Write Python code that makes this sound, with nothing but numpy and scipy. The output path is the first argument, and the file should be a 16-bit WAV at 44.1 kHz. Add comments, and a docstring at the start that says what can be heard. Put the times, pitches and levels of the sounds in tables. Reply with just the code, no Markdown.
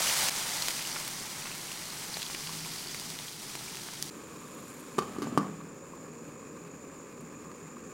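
"""Aubergine sizzles in a wok as its water flashes to steam in hot oil, over the hum of the hob's cooling fan.
A cup of water is poured in: it gurgles, raises steam and calms the frying. Then the sauce simmers
while a glass lid knocks on the rim, slides and drops into its seat, shutting in the fizz.
Three moments follow each other abruptly, heard from close by in a small kitchen."""
import sys
import numpy as np
from scipy import signal
from scipy.fft import rfft, irfft
from scipy.io import wavfile

SR = 44100
rng = np.random.default_rng(int(sys.argv[2]) if len(sys.argv) > 2 else 0)


def unload_wav(signal):
    """Save mono or channel-first audio to the path in sys.argv[1] as 16-bit WAV at rate SR, clipped to [-1, 1]."""
    wavfile.write(
        sys.argv[1],
        SR,
        np.round(np.clip(np.atleast_2d(signal).T, -1, 1) * 32767).astype(np.int16),
    )


N = 349708
TIME = np.arange(N) / SR

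# jumps to the next moment, first the pouring, then the simmering: (time [s])
JUMPS = [0.300, 4.104]
# tone of the fine fizz: (frequency [Hz], level [dB])
FIZZ_TONE = [(1200, -15.5), (2200, -5), (3200, -3), (4000, -3), (5000, -5.5), (6500, -3), (9500, -5.5),
             (11200, -9.5), (15500, -14)]
# tone of the coarser spitting: (frequency [Hz], level [dB])
SPIT_TONE = [(300, -21.5), (550, -5), (700, -3.5), (880, -0.5), (1050, -1.5), (1300, -1.5), (1750, -2),
             (2200, 1.5), (2900, -6), (5000, -30)]
# hollow ringing of the wok: (pitch [Hz], width [Hz], level [dB])
WOK_RINGS = [(880, 170, -14), (2370, 60, -21), (2935, 30, -10), (3220, 32, -11), (4280, 62, -4),
             (4950, 540, -4.5), (5760, 160, -3), (6320, 45, -6), (8400, 70, -9), (9100, 60, -14),
             (10900, 100, -25)]
# bursting drops and bubbles: (time [s], peak [dB], pitch [Hz], width [share of pitch], fade time [s])
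POPS = [(.004, -26, 860, 0.27, 0.0035), (.019, -26, 3500, 1.8, .0015), (.091, -19, 6000, 1.5, .0003),
        (0.189, -21, 6930, 1.3, 0.00042), (.2225, -25, 5000, 2, .0006), (0.286, -14, 2500, 1.8, .0012),
        (0.623, -16.5, 3000, 1.6, 0.0014), (.684, -15, 2400, 3.1, 0.0025), (0.7065, -17.5, 4500, 1.8, .001),
        (.873, -25, 4500, 1.5, .0005), (.960, -28, 1210, 0.72, 0.0069), (1.078, -18.5, 4000, 3.7, 0.0028),
        (1.47, -32, 2000, 1, 0.0055), (1.774, -31, 2050, 0.66, 0.0013), (2.14, -27, 4250, 0.085, 0.0044),
        (2.1704, -19, 1100, 2.6, 0.0016), (2.219, -21.5, 3300, 0.83, 0.0029),
        (2.228, -24.5, 3600, 0.55, 0.0022), (2.265, -25, 3800, 0.3, .0013),
        (2.347, -25.5, 2250, 0.39, 0.0024), (2.472, -27, 2900, 0.46, .0015), (2.492, -33, 1080, 0.33, .005),
        (2.659, -34, 950, 0.7, 0.004), (2.946, -25, 1700, 1.6, .0012), (3.103, -22, 5400, 0.95, 0.00072),
        (3.189, -26, 2350, 0.94, 0.0015), (3.5531, -23, 1260, 2.8, 0.002), (3.555, -28, 7500, 0.7, 0.0017),
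        (3.660, -30, 4500, 1.5, .001), (3.678, -37, 2350, 0.16, 0.009), (3.747, -30, 1900, 0.63, .002),
        (3.755, -30, 4200, 0.84, .0006), (3.770, -25, 2800, 1.5, .0004), (3.887, -28.5, 1000, 1.1, 0.0017),
        (4.0259, -12, 6660, 1.5, 0.00076), (4.36, -50, 1180, 0.3, .003), (5.612, -41, 1110, 0.21, 0.0036),
        (5.976, -43, 1090, .3, 0.0037), (6.564, -46, 1110, .3, .003), (7.208, -42, 9450, .25, .004),
        (7.516, -41, 1130, 0.36, .003), (7.767, -41, 1100, 0.16, 0.0033)]
# tone of the fan during the frying: (frequency [Hz], level [dB])
FAN_FRYING_TONE = [(25, -25), (60, -12), (100, -6.5), (145, 3.5), (200, 1.5), (280, -1), (400, -2),
                   (520, -9), (800, -25.5), (2000, -40)]
# tone of the fan during the simmering: (frequency [Hz], level [dB])
FAN_SIMMER_TONE = [(25, -55), (60, -10.5), (110, -7), (155, 2), (240, 2), (350, 0.5), (450, -2.5), (540, 0),
                   (660, -14.5), (900, -15), (2000, -60)]
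# the low hum swells once: (time [s], half length [s], level [dB])
HUM_SWELL = [(2.62, 0.25, -48.5)]
# the fan's droning notes during the simmering: (pitch [Hz], width [Hz], level [dB])
FAN_DRONES = [(160.9, 4.6, -59), (243, 16, -57), (291.5, 10.4, -59), (413.4, 9.6, -58.5), (472.5, 8.3, -61)]
# pours from the cup: (start [s], length [s], flow [dB])
POURS = [(0.45, 2.83, 0), (3.41, 0.74, 1)]
# gushes in the stream: (time [s], half length [s], added flow [dB])
GUSHES = [(0.98, 0.052, 10.5), (1.47, 0.067, 1), (2.55, 0.22, -10), (3.15, 0.11, -17)]
# water meets bare hot metal and flares into steam: (time [s], half length [s], strength [dB])
FLARES = [(0.8, 0.34, 2.5), (2.58, 0.49, 0)]
# narrow bands of hiss from the running hob: (pitch [Hz], width [Hz], level [dB])
HOB_HISS = [(5840, 280, -79), (6510, 130, -71), (6870, 140, -62), (7154, 400, -60), (7530, 150, -74),
            (8200, 450, -77)]
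# tone of the sauce under the glass: (frequency [Hz], level [dB])
SIMMER_TONE = [(400, -12), (800, -10), (1050, 2), (1200, 2), (1400, -6.5), (1700, -5), (1950, -11),
               (2500, -5.5), (2950, -18), (4000, -19), (5000, -16.5), (8500, -17), (12500, -25.5),
               (15000, -25)]
# bright ticks escape as the lid comes down: (time [s], half length [s], level [dB])
LEAK_TICKS = [(4.75, 0.25, -61)]
# the lid hits the rim; the thump of air tends to get lower as the gap closes:
# (time [s], ring [dB], contact time [ms], crack [dB], thump [dB], thump pitch [Hz])
KNOCKS = [(4.9828, -19.5, 0.12, -27.5, -12.5, 359), (4.9878, -12.5, 0.12, -24.5, -37, 388),
          (5.023, -24, 0.18, -41, -32, 385), (5.164, -26, 0.17, -53, -35, 258),
          (5.1846, -35, 0.15, -42, -18.5, 325), (5.2200, -25, 0.14, -35.5, -21, 363),
          (5.226, -29.5, 0.083, -34, -20, 285), (5.234, -31, 0.11, -41, -38, 250),
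          (5.243, -32, 0.22, -40, -29, 235), (5.262, -38, .2, -50, -29, 280),
          (5.271, -22, 0.19, -46, -23, 294), (5.283, -40, 0.23, -47, -26, 250),
          (5.3250, -28, 0.44, -49, -20, 271), (5.352, -38, .3, -49, -23, 215),
          (5.3756, -3, 0.21, -26, -13, 307), (5.3811, -34, 0.3, -32, -15, 213)]
# ringing notes of the lid on the pan: (pitch [Hz], level [dB], time to fade by 60 dB [s])
LID_NOTES = [(163.5, -40, 1), (199.4, -41.5, 1), (289.4, -50, 0.2), (484, -17.5, 0.019), (836, -16, .017),
             (1000, -20, .02), (1130, -42, 0.25), (1159, 0.5, 0.029), (1240, -28.5, 0.29), (1400, -15, .02),
             (1800, -14, .025), (2320, -27, 0.01), (3050, -4.5, 0.016), (4560, -22, .02), (4920, -20, .02)]
# tone of each knock's brief crack: (frequency [Hz], level [dB])
CRACK_TONE = [(400, -20), (1300, 3), (2000, 1.5), (3500, -2), (5000, 0), (9000, -6), (12000, -11),
              (15000, -19)]
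# the lid slides, shudders and settles: (start [s], length [s], level [dB])
RUBS = [(4.99, 0.28, -46), (5.22, 0.12, -47), (5.42, 0.074, -50)]
# tone of its dull grinding on the pan: (frequency [Hz], level [dB])
GRIND_TONE = [(90, 10), (160, 3), (290, -2), (450, -3), (650, -4), (820, -4), (1000, -18), (1220, 0),
              (1450, -11), (2000, -16), (3000, -17), (6000, -38), (12000, -46)]
# tone of the kitchen's echo: (frequency [Hz], level [dB])
ECHO_TONE = [(80, -20), (190, 4), (400, 0), (650, -2), (1150, -1), (3000, -2), (12000, -7)]
# tone of the faint hiss that sets left and right apart: (frequency [Hz], level [dB])
FAINT_HISS_TONE = [(30, 5), (700, 10.5), (1300, -2.5), (4000, -6.5), (8000, -23.5), (14000, 6)]


def gain(db):
    """Turn decibels into a number to multiply a sound by."""
    return 10 ** (np.asarray(db) / 20)


def unit(x):
    """Scale a sound so that its average strength (rms) is 1."""
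    return x / np.sqrt(np.mean(x ** 2))


def colour(x, tone, size=4096):
    """Filter a sound so that its lows and highs follow a tone table."""
    hz, db = np.transpose(tone)
    outline = np.interp(np.log(np.fft.rfftfreq(size, 1 / SR) + 1), np.log(hz), db)
    # these steps make a filter that never answers before the sound arrives
    cepstrum = irfft(np.log(gain(outline)))
    cepstrum[1:size // 2] *= 2
    cepstrum[size // 2 + 1:] = 0
    return signal.oaconvolve(x, irfft(np.exp(rfft(cepstrum))))[:len(x)]


def resonate(x, hz, width):
    """Let through a band around one pitch; its width is in Hz."""
    return signal.lfilter(*signal.iirpeak(min(hz, SR / 3), hz / min(width, SR / 3), fs=SR), x)


def noise(count=N):
    """White noise: an even hiss."""
    return rng.standard_normal(count)


def wander(per_s):
    """A value that drifts at random, mostly between -1 and 1."""
    steps = noise(4096)
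    return np.interp(TIME * per_s, np.arange(len(steps)), steps)


def add(out, at, sound):
    """Mix a short sound in at a time in seconds."""
    start = max(int(at * SR), 0)
    out[start:start + len(sound)] += sound[:max(N - start, 0)]


def held(rows, rise_s, fall_s):
    """A loudness curve that rises, holds and dies away for each row."""
    curve = np.zeros(N)
    for at, length, db in rows:
        rise = np.clip((TIME - at) / rise_s, 0, 1)
        fall = np.exp(-np.maximum(TIME - at - length, 0) / fall_s)
        curve += gain(db) * rise * fall
    return curve


def swells(rows):
    """A loudness curve with one smooth hump for each row."""
    return sum(gain(db) * np.exp(-((TIME - at) / half) ** 2) for at, half, db in rows)


def step(at_s, half_s):
    """A smooth change from 0 to 1 around a moment."""
    return .5 + .5 * np.tanh((TIME - at_s) / half_s)


def crackle(per_s, spread_db, flutter_db):
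    """Tiny random clicks: spread makes a few stand out, flutter makes them swell in flurries."""
    clicks = (rng.random(N) < per_s / SR) * np.sign(noise())
    strengths = gain(spread_db * np.minimum(noise(), np.pi))
    return unit(clicks * strengths * gain(flutter_db * wander(70)))


def bubbles(low_hz, high_hz, cycles, spread_db, rise, count):
    """Bubbles ring briefly at random times; rise lifts their pitch as they reach the surface."""
    out = np.zeros(N)
    for when, pitch, strength in rng.random((count, 3)):
        hz = low_hz * (high_hz / low_hz) ** pitch
        age = np.arange(int(2 * cycles * SR / hz)) * hz / SR / cycles
        ring = np.sin(2 * np.pi * cycles * (age + rise * age ** 2 / 2)) * np.exp(-np.pi * age)
        add(out, when * N / SR, ring * gain(-spread_db * np.log(strength + 0.0038)))
    return unit(out)


def flow():
    """How strongly water runs from the cup: about 1 while pouring."""
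    return held(POURS, rise_s=0.02, fall_s=0.022)


def heat(oil_db, wet_db, quench_db, cool_db_per_s):
    """Strength of the frying: fierce in oil, calmed by water, then fed by the stream as the pan cools."""
    quenched = step(at_s=0.65, half_s=0.4)
    db = np.where(TIME < JUMPS[0], oil_db, wet_db) - quench_db * quenched - cool_db_per_s * TIME
    starved = 0.19 * quenched * (1 - flow())  # share that stops without fresh water
    return gain(db) * (1 - starved)


def frying():
    """Water flashes to steam in hot oil: fizz, spitting and tiny ringing blisters, coloured by the wok."""
    fine = crackle(per_s=11000, spread_db=4, flutter_db=.8)
    coarse = crackle(per_s=3500, spread_db=2.5, flutter_db=1.3)
    ticks = crackle(per_s=90, spread_db=0, flutter_db=5)
    blisters = bubbles(low_hz=2300, high_hz=10000, cycles=15, spread_db=3.9, rise=0.089, count=4000)
    fizz = unit(colour(fine, FIZZ_TONE)) * gain(0.37) + blisters * gain(-11)
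    fizz += unit(colour(ticks, FIZZ_TONE)) * gain(-14)
    fizz *= heat(oil_db=-30, wet_db=-34, quench_db=7.5, cool_db_per_s=0.95)
    fizz *= gain(1.5 * swells(FLARES))
    spit = unit(colour(coarse + 0.75 * fine, SPIT_TONE))
    spit *= heat(oil_db=-36, wet_db=-39.5, quench_db=6, cool_db_per_s=2.13)
    sizzle = fizz + spit
    return sizzle + sum(gain(db) * resonate(sizzle, hz, width) for hz, width, db in WOK_RINGS)


def steam():
    """Steam sings in tiny high bubbles, louder when water meets bare hot metal."""
    singing = bubbles(low_hz=4540, high_hz=5420, cycles=44, spread_db=3.5, rise=0.0076, count=3500)
    return singing * (gain(-63) + gain(-50.5) * swells(FLARES))


def fan(simmering, waver):
    """The hob's cooling fan rumbles and hums; during the simmering it wavers and drones more."""
    hum = unit(resonate(noise(), hz=154.2, width=13)) * gain(-61)
    swell = np.sin(2 * np.pi * 160.6 * TIME + 0.33 * wander(11.4)) * swells(HUM_SWELL)
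    early_rumble = unit(colour(noise(), FAN_FRYING_TONE)) * gain(-51)
    late_rumble = unit(colour(noise(), FAN_SIMMER_TONE)) * gain(-49)
    drone = sum(unit(resonate(noise(), hz, width)) * gain(db) for hz, width, db in FAN_DRONES)
    return (1 - simmering) * (early_rumble + hum + swell) + simmering * (waver * late_rumble + drone)


def pops():
    """Drops burst in the oil or splash on the food, and bubbles pop: a snap and a short spray."""
    out, t = np.zeros(N), TIME[:2048]
    snap = 3 * (t == 0)
    for at, db, hz, share, fade_s in POPS:
        spray = noise(len(t)) * np.exp(-t / fade_s)
        burst = resonate(snap + spray, hz, hz * share)
        add(out, at, burst / np.abs(burst).max() * gain(db))
    return out


def kitchen(x, fade_s, echo_db):
    """Walls and cupboards add a short, dull echo that drops by 60 dB in fade_s."""
    t = TIME[:SR]
    onset = np.clip(t / 0.0026 - .5, 0, 1)
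    tail = noise(SR) * gain(-60 * t / fade_s) * onset
    tail = colour(tail / np.linalg.norm(tail), ECHO_TONE)
    return x + gain(echo_db) * signal.oaconvolve(x, tail)[:N]


def pouring():
    """The stream traps bubbles in the sauce, throws drops and drums on the floor of the pan."""
    gurgle = bubbles(low_hz=844, high_hz=4000, cycles=5.5, spread_db=1.3, rise=0.14, count=2600)
    drops = bubbles(low_hz=850, high_hz=4500, cycles=1.1, spread_db=3.7, rise=0.1, count=300)
    drum = unit(resonate(resonate(noise(), hz=156, width=31), hz=156, width=31))
    stream = gurgle * gain(-57.5) + drops * gain(-63) + drum * gain(-69.5)
    return stream * (flow() + swells(GUSHES))


def hob_hiss():
    """The running hob hisses in high, narrow bands that each flicker in level."""
    out = np.zeros(N)
    for hz, width, db in HOB_HISS:
        band = unit(resonate(resonate(noise(), hz, width), hz, width))
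        out += band * gain(db + 1.6 * wander(25))
    return out


def simmer():
    """Sauce boils dully under the glass and larger bubbles blub; the fizz fades as the gap closes."""
    boil = crackle(per_s=5000, spread_db=4, flutter_db=.8)
    fizz = crackle(per_s=9000, spread_db=5, flutter_db=.8)
    ticks = bubbles(low_hz=7000, high_hz=13000, cycles=16, spread_db=2.2, rise=0, count=2600)
    blubs = bubbles(low_hz=950, high_hz=2600, cycles=9, spread_db=1.5, rise=.08, count=200)
    gap = 1 - step(at_s=5.4, half_s=0.17)  # 1 while the lid is open, 0 once it is shut
    leak = gain(-87) + gain(-53) * gap
    bright = unit(colour(fizz, FIZZ_TONE)) * gain(-5) + ticks * gain(-17)
    dull = unit(colour(boil, SIMMER_TONE)) * gain(-54 + 2 * gap)
    dull += unit(colour(blubs, SIMMER_TONE)) * gain(-62.5)
    return dull + bright * leak + ticks * swells(LEAK_TICKS)


def lid():
    """Each knock cracks, rings glass and pan and thumps the air between them; the sliding rim grinds."""
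    out, t = np.zeros(N), TIME[:SR // 2]
    fade = -np.log(1000) * t  # exp(fade / x) drops by 60 dB in x seconds
    notes = [gain(db) * np.sin(2 * np.pi * hz * t) * np.exp(fade / ring_s) for hz, db, ring_s in LID_NOTES]
    squeeze = 1 - np.exp(-t / 0.0013)  # trapped air takes a moment to compress
    thud = gain(-29) * np.sin(2 * np.pi * 110 * t) * np.exp(fade / 0.06)  # the wok rocks on the hob
    for at, ring_db, contact_ms, crack_db, thump_db, thump_hz in KNOCKS:
        ring = gain(-noise(len(notes))) @ notes  # each spot on the rim favours other notes
        push = t * np.exp(-1000 * t / contact_ms)  # a longer contact sounds duller
        ring = signal.fftconvolve(ring, push / push.sum())[:len(t)]
        crack = colour(noise(len(t)), CRACK_TONE) * np.exp(fade / .036)
        thump = np.sin(2 * np.pi * thump_hz * t) * np.exp(fade / 0.027) * squeeze
        add(out, at, gain(thump_db) * (thump + thud) + gain(ring_db) * ring + gain(crack_db) * crack)
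    grind = unit(colour(crackle(per_s=1400, spread_db=3.5, flutter_db=0), GRIND_TONE))
    out += grind * held(RUBS, rise_s=0.014, fall_s=0.097)
    # so small a body gives off little bass
    return signal.sosfilt(signal.butter(3, 125, "high", fs=SR, output="sos"), out)


def scene():
    """First the open pan, then the simmering and the lid; the sound dips briefly at each jump in time."""
    simmering = (TIME > JUMPS[1]) * 1.
    dips = np.prod([np.clip(np.abs(TIME - at) / 0.006, 0, 1) for at in JUMPS], axis=0)
    open_pan = frying() + pouring() + steam()
    covered_pan = simmer() + kitchen(lid(), fade_s=0.35, echo_db=-6)
    close_pops = kitchen(pops(), fade_s=.07, echo_db=-11)
    waver = gain(.7 * wander(9))  # shared by the fan's rumble and the hob's hiss
    hob = fan(simmering, waver) + simmering * waver * hob_hiss()
    sound = dips * ((1 - simmering) * open_pan + simmering * covered_pan + close_pops + hob)
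    return np.array([sound, sound])


def record(dry):
    """Add a faint hiss, opposite in left and right, and cut the treble above 15850 Hz."""
    hiss = unit(colour(noise(), FAINT_HISS_TONE)) * gain(-63)
    treble_cut = signal.ellip(10, .2, 70, 15850, fs=SR, output="sos")
    return signal.sosfilt(treble_cut, dry + np.array([hiss, -hiss]))


dry = scene()
out = record(dry)
unload_wav(out)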